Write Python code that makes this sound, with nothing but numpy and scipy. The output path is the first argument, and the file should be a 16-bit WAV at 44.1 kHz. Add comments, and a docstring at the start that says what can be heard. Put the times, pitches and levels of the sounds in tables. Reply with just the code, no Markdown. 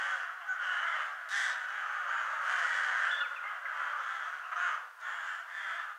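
"""Among trees, a flock of crows caws: hoarse, overlapping near calls over a babble of far ones and a faint hiss.
Each caw is an uneven pulse train on an arched pitch, rung through a throat that opens and closes.
Two short, clear yelps cut in near the start, dry rattles click, and midway one bird gives thin gliding squeals.
The ground sends back one quick copy of the near calls; the trees answer with a short, dull echo."""
import sys
import numpy as np
from scipy import signal
from scipy.fft import rfft, irfft, next_fast_len
from scipy.io import wavfile
from scipy.ndimage import map_coordinates

SR = 44100
rng = np.random.default_rng(int(sys.argv[2]) if len(sys.argv) > 2 else 0)


def dump(signal):
    """Clip the signal to [-1, 1] and save it as 16-bit WAV at the path in sys.argv[1]."""
    limited = np.clip(np.atleast_2d(signal).T, -1, 1)
    pcm = np.round(limited * 32767).astype(np.int16)
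    wavfile.write(sys.argv[1], SR, pcm)


N = 263718  # samples

# near caws: (start t/s, length t/s, level/dB before its course, pitch f/Hz before its arch, share of pitch lost,
# roughness 0-1, attack t/s, main resonance f/Hz, second resonance f/Hz, its ratio with the beak closed,
# its lift level/dB, high resonance f/Hz, its lift level/dB, treble level/dB)
NEAR_CAWS = [ (-.08, .33, -39, 375.2, .2, 0.46, .024, 1610, 3020, 0.87, 11.5, 6750, 5, 5.5),
             (.173, 0.18, -43, 340, 0.098, 0.32, 0.02, 1470, 2950, 1, 7, 6500, -2, -11),
             (.395, 0.047, -51, 350, 0.08, 0.5, 0.012, 1130, 3000, 1.1, 18.5, 6000, 4, -7),
             (0.577, 0.33, -35.5, 362, 0.057, 0.38, 0.047, 1565, 2990, 1.1, 14, 6430, 6.5, -2),
             (0.78, 0.26, -38.5, 408, 0.17, 0.39, 0.1, 1800, 3250, 0.63, 13.5, 6900, 6.5, -3),
             (0.928, .22, -41.5, 338.3, 0.19, 0.37, 0.013, 1400, 3000, 2.1, 10, 6500, 5, -2),
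             (1.287, .25, -33.5, 400, .12, .42, 0.039, 1736, 3370, 1.13, 10.5, 6260, 4.5, 13),
             (1.5, .24, -40, 369, .17, 0.47, 0.034, 1585, 3167, .73, 6, 6550, 6, -1),
             (1.67, .22, -39.5, 401, .12, 0.49, 0.015, 1540, 3040, 1, 6, 6540, 7, -4),
             (1.83, 0.29, -40, 375.7, 0.14, 0.37, 0.009, 1400, 2900, 1.1, 6.5, 6450, 9.5, -4.5),
             (2.061, 0.22, -36, 394, 0.11, 0.46, .02, 1455, 2930, 1.06, 9, 6900, 12, -5),
             (2.18, .29, -40.5, 336.7, .18, 0.35, 0.018, 1480, 3100, 0.6, -12, 6550, 9, -2),
             (2.419, 0.27, -34.5, 369.4, .13, 0.49, 0.075, 1450, 3020, 0.78, 6, 6550, 6, 1),
             (2.556, 0.35, -36, 406, 0.2, .6, 0.041, 1810, 3240, 0.88, 6.5, 6900, 3, 6.5),
             (2.714, 0.43, -35.5, 372.6, .18, 0.51, .014, 1636, 3040, 0.97, 6.5, 6300, 7, 1),
             (2.959, 0.28, -38, 378.7, 0.17, .4, .04, 1550, 3020, 1.6, 10, 6600, -1, 3.5),
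             (3.231, .19, -49.5, 344.6, 0.13, 0.23, 0.015, 1490, 2900, .92, -7, 6500, 0, 5),
             (3.42, 0.18, -43, 412, 0.057, 0.39, .015, 1344, 3060, .85, 11, 6400, 1, -10),
             (3.636, .15, -43.5, 401.7, 0.089, 0.34, 0.035, 1500, 3240, 0.87, 7, 6700, 0, -8),
             (3.718, 0.3, -40, 330.2, 0.15, 0.34, 0.0067, 1340, 3170, .95, 4, 6340, 7.5, -6),
             (3.962, .34, -40.5, 340.4, .14, .4, .035, 1440, 3370, 0.98, 9, 6500, 7, -1),
             (4.196, 0.26, -45, 331.6, 0.17, 0.44, 0.054, 1400, 3280, .7, 1, 6300, 7.5, -2),
             (4.423, 0.059, -51, 340, 0.094, 0.26, .012, 1200, 2740, 0.93, 22.5, 6100, 0, -9),
             (4.511, 0.034, -37.5, 332, 0.11, 0.39, 0.0074, 1330, 2930, 1.1, 5, 6500, 8, -9),
             (4.555, .2, -34, 353.3, .16, .4, .002, 1450, 2900, 1.1, 7.5, 6660, 11.5, -4.5),
             (4.997, 0.3, -42.5, 452.5, .18, 0.45, 0.023, 1600, 3220, 1.2, 11, 7030, 10.5, -0.5),
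             (5.209, .22, -41.5, 424.3, 0.18, 0.44, 0.027, 1540, 2980, 1.03, 9.5, 7340, 7, 2),
             (5.475, 0.082, -50.5, 398, 0.055, 0.43, .008, 1950, 3300, 1.1, 7, 7100, -4, 4),
             (5.5, 0.36, -43.5, 391.7, 0.15, 0.54, 0.048, 1830, 3310, 1.14, 12, 7000, 1.5, 3),
             (5.656, 0.27, -43, 338.6, 0.11, 0.42, 0.008, 1400, 2940, 1.2, 11.5, 6450, 1, -9)]
# two short clear yelps: (start t/s, length t/s, level/dB before its course, pitch f/Hz before its bend,
# treble level/dB)
YELPS = [(0.115, 0.055, -35.5, 745, -9), (0.47, .088, -36, 747.4, -1)]
YELP_ROUGH, YELP_FALL, YELP_ATTACK_S = 0.12, 0.055, 0.014
# a yelp's throat: (second resonance f/Hz, its ratio with the beak closed, its lift level/dB,
# high resonance f/Hz, its lift level/dB)
YELP_THROAT = (2400, 1.5, -3, 6650, 18.5)
# the course of every caw: (share of its length, pitch ratio, relative level/dB, beak opening 0-1)
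CALL_COURSE = [ (0, .86, -2, 0), (.1, .935, -.5, .45), (.32, 1.01, 0, 1), (.58, 1, 0, 1),
               (.82, .95, -2, .7), (1, .88, -5, .1)]
# colour of the voice beneath its resonances: (f/Hz, relative level/dB per Hz)
THROAT_COLOUR = [(200, -60.5), (330, -43), (520, -6.5), (720, -2), (1000, -2), (1400, 1.5), (2030, 3.5),
                 (2500, -5), (3250, -6.5), (3950, -15), (5400, -18), (7500, -19.5), (10500, -32),
                 (13500, -50)]
HIGH_CLOSED = 0.86  # ratio of the high resonance with the beak closed
# dry rattles, where a voice catches in single clicks: (start t/s, length t/s, level/dB before scatter and colour)
RATTLES = [(1.29, .035, -53), (2.416, .19, -58), (5.004, .012, -62)]
# tone of the rattle clicks: (f/Hz, level/dB)
RATTLE_COLOUR = [(400, -30), (800, -2), (1500, 6), (2500, 3), (4000, 0), (6000, 0.5), (9500, -4.5),
                 (13500, -18), (16000, -28)]
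# squeals: (start t/s, length t/s, level/dB before its shake, first f/Hz, last f/Hz,
# bend of the glide (1 straight, more = late), lower octave relative level/dB before its fade)
SQUEALS = [ (3.048, 0.062, -50.5, 2400, 3073, 0.76, 15.5), (3.105, 0.12, -46, 3417, 3460, 0.82, 5.5),
           (3.204, .063, -46, 2927, 1865, 2.33, 10), (3.361, 0.027, -45.5, 2870, 2435, 0.31, -22),
           (3.437, 0.053, -43, 2030, 2117, 0.35, -25), (3.618, 0.063, -43, 1590, 1735, 1.85, -24),
           (3.655, 0.017, -40.5, 2120, 1900, .77, -21)]
# a squeal's lower octave fades out as it sinks from 1380 to 1100 Hz: (f/Hz, share)
LOWER_OCTAVE_FADE = [(1100, 0.028), (1380, 1)]
# swell of the far birds: (t/s, level/dB before the flock's overall lift)
FLOCK_LEVEL = [(0.0, -46.5), (0.33, -55), (.52, -52.5), (.7, -50.5), (1.01, -45.5), (1.18, -55),
               (1.5, -48.5), (1.65, -58.5), (1.9, -50.5), (2.83, -45), (3.3, -52.5), (3.6, -55),
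               (3.8, -48.5), (4.33, -53.5), (4.53, -52), (4.75, -48.5), (4.95, -70.5), (5.08, -50),
               (5.47, -58), (5.73, -50), (5.93, -57), (5.98, -80)]
# echo among the trees, time to fall by 60 dB: (f/Hz, t/s)
TREE_DECAY = [(500, 1), (1500, 0.58), (3500, 0.63), (8000, 0.54), (14000, 0.61)]
# colour of the background hiss: (f/Hz, relative level/dB per Hz)
HISS_COLOUR = [(20, -32), (250, -18), (500, 1.5), (3000, 3.5), (8000, -3), (15500, -6)]
LOW_CUT_HZ, BAND_LIMIT_HZ = 396, 15708


def amp(db):
    """Decibels to gain."""
    return 10 ** (np.asarray(db) / 20)


def unit(x):
    """x at rms 1."""
    return x / np.sqrt(np.mean(x ** 2) + 1e-20)


def along(points, hz):
    """(Hz, value) points read on a log axis."""
    f, v = np.transpose(points)
    return np.interp(np.log(hz + 1), np.log(f + 1), v)


def curves(rows, at):
    """Each column after the first, read at the given places."""
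    places, *columns = np.transpose(rows)
    return [np.interp(at, places, column) for column in columns]


def wobble(rate, size):
    """A smooth random curve, rate knots a second."""
    return map_coordinates(rng.standard_normal(1024), [np.arange(size) * rate / SR], mode="wrap")


def add(track, s, x):
    """Mix x into the track from time s, trimming what falls outside."""
    i = round(s * SR)
    part = x[max(-i, 0):max(len(track) - i, 0)]
    track[max(i, 0):max(i, 0) + len(part)] += part


def filtered(x, gain):
    """x times a gain that depends on frequency."""
    m = next_fast_len(N + SR // 2)
    return irfft(rfft(x, m) * gain(np.fft.rfftfreq(m, 1 / SR)), m)[:N]


def rung(x, colour_db, size=1024):
    """x through a causal filter with the given dB response."""
    cepstrum = irfft(np.log(amp(colour_db(np.fft.rfftfreq(size, 1 / SR))) + 1e-6))
    # folding the cepstrum onto positive time makes the filter minimum phase
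    cepstrum[1:size // 2] *= 2
    cepstrum[size // 2 + 1:] = 0
    impulse = irfft(np.exp(rfft(cepstrum)))
    return signal.fftconvolve(x, impulse)[:len(x)]


def bump(hz, centre_hz, width_hz):
    """The bell shape of one resonance, 1 at its centre."""
    return np.exp(-.5 * ((hz - centre_hz) / width_hz) ** 2)


def near_crows():
    """The closest birds, each caw with its own throat; a yelp rings the throat at its second harmonic."""
    out = np.zeros(N)
    for s, length, db, *voice in NEAR_CAWS:
        add(out, s, amp(db) * caw(length, *voice))
    for s, length, db, pitch_hz, treble_db in YELPS:
        yelp = caw(length, pitch_hz, YELP_FALL, YELP_ROUGH, YELP_ATTACK_S, 2 * pitch_hz,
                   *YELP_THROAT, treble_db, closed=.98)
        add(out, s, amp(db) * yelp)
    return out


def caw(length, pitch_hz, fall, rough, attack_s, main_hz, second_hz, second_closed, second_db,
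        high_hz, high_db, treble_db, main_db=16, clear_db=16, main_width_hz=290, second_width_hz=215,
        high_width_hz=400, closed=0.88, waver=0.0199, onset_db=12, count=7):
    """One call: the throat's three resonances move as the beak opens."""
    size = int(max(length, .025) * SR)
    u = np.linspace(0, 1, size)
    bend, level_db, opening = curves(CALL_COURSE, u)
    opening, rough = np.clip(opening, 0, 1), np.clip(rough, 0, 1)
    level_db = level_db - onset_db * np.maximum(1 - u * length / max(attack_s, .001), 0)

    # hoarse calls arch and drop away, clear ones just sink
    arch = bend ** min((4 * rough) ** 2, 1)
    sink = 1 - fall * (u - .5)
    pitch = pitch_hz * arch * sink * (1 + waver * rough * wobble(79.4, size))
    source = syrinx(pitch, rough, opening)

    # a clear call pours its strength into the main resonance
    lift_db = main_db + clear_db * np.exp(-7 * rough)

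    def throat(hz):
        """Broad voice colour, brightness and the main resonance, in dB."""
        brightness = along([(2200, 0.0011), (5000, treble_db)], hz)
        return along(THROAT_COLOUR, hz) + brightness + lift_db * bump(hz, main_hz, main_width_hz)

    # crossfade between a few fixed beak openings
    voice = np.zeros(size)
    for gape in np.linspace(0, 1, count):
        share = np.maximum(1 - abs(opening - gape) * (count - 1), 0)
        shift, second_shift, high_shift = (
            ratio + (1 - ratio) * gape for ratio in (closed, second_closed, HIGH_CLOSED))

        def colour_db(hz):
            """The whole throat at this opening, in dB."""
            second = second_db * bump(hz, second_hz * second_shift, second_width_hz)
            high = high_db * bump(hz, high_hz * high_shift, high_width_hz)
            return throat(hz / shift) + second + high

        voice += share * rung(source, colour_db)
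    return branches(unit(voice) * amp(level_db) * signal.windows.tukey(size, .015))


def syrinx(pitch, rough, opening, jitter=0.11, scatter_db=3, doubling=0.71, closing=.3, slip=.13,
           rasp_hz=68, rasp_db=5, breath=.6):
    """Uneven pulses at the pitch, each with a puff of air."""
    size = len(pitch)
    cycles = np.cumsum(pitch) / SR
    n = np.arange(1, int(cycles[-1]))
    chance = rng.standard_normal((512, 2))[n]
    at = np.interp(n + jitter * rough * chance[:, 0], cycles, np.arange(size))

    # every second pulse weakens, most of all as the call starts and ends; now and then the pattern slips
    shut = 1 - np.interp(at, np.arange(size), opening)
    weak = np.clip(doubling * np.sqrt(rough) + closing * shut, 0, .95)
    beat = n + np.cumsum(rng.random(size=512)[n] < slip * rough)
    strength = amp(scatter_db * rough * np.tanh(chance[:, 1])) * (1 - weak * (beat % 2))

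    # windowed sinc pulses land between samples
    taps = at.astype(int)[:, None] + np.arange(-7, 9)
    offset = taps - at[:, None]
    shape = np.sinc(offset) * np.sinc(offset / 8)
    places = np.clip(taps, 0, size - 1).ravel()
    pulses = np.bincount(places, (strength[:, None] * shape).ravel(), size)
    air = rng.standard_normal(size) * np.exp(-3 * (cycles % 1))

    # a slower flutter of the membranes makes the rasp
    flutter_hz = rasp_hz * np.exp(0.246 * wobble(30, size))
    flutter = np.sin(2 * np.pi * np.cumsum(flutter_hz) / SR)
    return (unit(pulses) + breath * rough * unit(air)) * amp(rasp_db * rough * flutter)


def branches(x, count=70, spread=.013, level_db=-3):
    """The direct sound and quick scattered reflections from around the perch, at unchanged energy."""
    lag = rng.uniform(.0006, .001 + spread, count)
    size = rng.standard_normal(count)
    out = np.pad(x, (0, SR // 10))
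    for s, gain in zip(lag, amp(level_db) * size / np.linalg.norm(size)):
        add(out, s, gain * x)
    return out * np.linalg.norm(x) / np.linalg.norm(out)


def rattles(rate_hz=112, uneven=.25, scatter_db=1.5):
    """Slow, uneven clicks of the syrinx, brighter than the full voice."""
    clicks = np.zeros(N)
    for s, length, db in RATTLES:
        gap, size = rng.standard_normal((2, 40))
        at = np.append(0, np.cumsum(np.exp(uneven * gap[1:]))) / rate_hz
        for t, click_db in zip(at[at < length], db + scatter_db * size):
            # sparse clicks need height to carry the level of a steady sound
            add(clicks, s + t, amp([click_db]) * np.sqrt(SR / rate_hz))
    return branches(rung(clicks, lambda hz: along(RATTLE_COLOUR, hz)), level_db=-9)[:N]


def squeals(waver=.019, shake_db=3.2):
    """Thin, shaky gliding whistles, some with the octave below."""
    out = np.zeros(N)
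    for s, length, db, first_hz, last_hz, bend, lower_db in SQUEALS:
        size = int(length * SR)
        hz = first_hz + (last_hz - first_hz) * np.linspace(0, 1, size) ** abs(bend)
        phase = 2 * np.pi * np.cumsum(hz * (1 + waver * wobble(258, size))) / SR
        lower = amp(lower_db) * along(LOWER_OCTAVE_FADE, hz / 2) * np.sin(phase / 2)
        tone = np.sqrt(2) * (np.sin(phase) + lower)
        level = amp(db + shake_db * wobble(101.4, size))
        add(out, s, tone * level * signal.windows.tukey(size, .12))
    return out


def ground(x, delay_s=.004, level_db=-15):
    """The ground sends back one quick copy."""
    out = x.copy()
    add(out, delay_s, amp(level_db) * x)
    return out


def far_crows(count=56, pitch_hz=345, length=.27, fall=.19, rough=.36, attack_s=0.022, main_hz=1420,
              second_hz=3000, second_closed=1.0, second_db=4, high_hz=6500, high_db=4, treble_db=-4,
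              body_db=3, level_db=10):
    """Many duller voices, each with its own pitch and throat."""
    out = np.zeros(N)
    starts = np.linspace(-.2, N / SR, count)
    for s, (late, long, high, small) in zip(starts, rng.uniform(-1, 1, (count, 4))):
        k = 1 + .07 * small  # a smaller throat rings higher
        call = caw(length * (1 + .195 * long), pitch_hz * (1 + .2 * high), fall, rough, attack_s,
                   k * main_hz, k * second_hz, second_closed, second_db, high_hz, high_db, treble_db, count=3)
        add(out, s + .03 * late, call)
    # distance favours the low harmonics
    out = filtered(out, lambda hz: amp(along([(750, body_db), (1200, 0.0061)], hz)))
    flock_db, = curves(FLOCK_LEVEL, np.arange(N) / SR)
    return unit(out) * amp(flock_db + level_db)


def trees(x, delay_s=.015):
    """Scattered echoes from trunks and ground: noise whose decay time depends on frequency."""
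    hz, t, z = signal.stft(rng.standard_normal(SR), SR, nperseg=256)
    decay = amp(-60 * t / along(TREE_DECAY, hz)[:, None])
    tail = signal.istft(z * decay, SR, nperseg=256)[1]
    out = np.zeros(N)
    add(out, delay_s, signal.fftconvolve(x, tail / np.linalg.norm(tail)))
    return out


def hiss(level_db=-68.5):
    """A faint steady background of coloured noise."""
    noise = filtered(rng.standard_normal(N), lambda hz: amp(along(HISS_COLOUR, hz)))
    return amp(level_db) * unit(noise)


def scene(echo_db=-8):
    """All the birds, their echo and the hiss."""
    birds = ground(near_crows() + rattles()) + far_crows() + squeals()
    return (birds + amp(echo_db) * trees(birds) + hiss())[None]


def record(dry):
    """A low cut thins the bottom; nothing passes above the band limit."""
    def gain(hz):
        return (hz < BAND_LIMIT_HZ) / np.sqrt(1 + (LOW_CUT_HZ / (hz + 1)) ** 10)
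    return filtered(dry[0], gain)[None]


dry = scene()
out = record(dry)
dump(out)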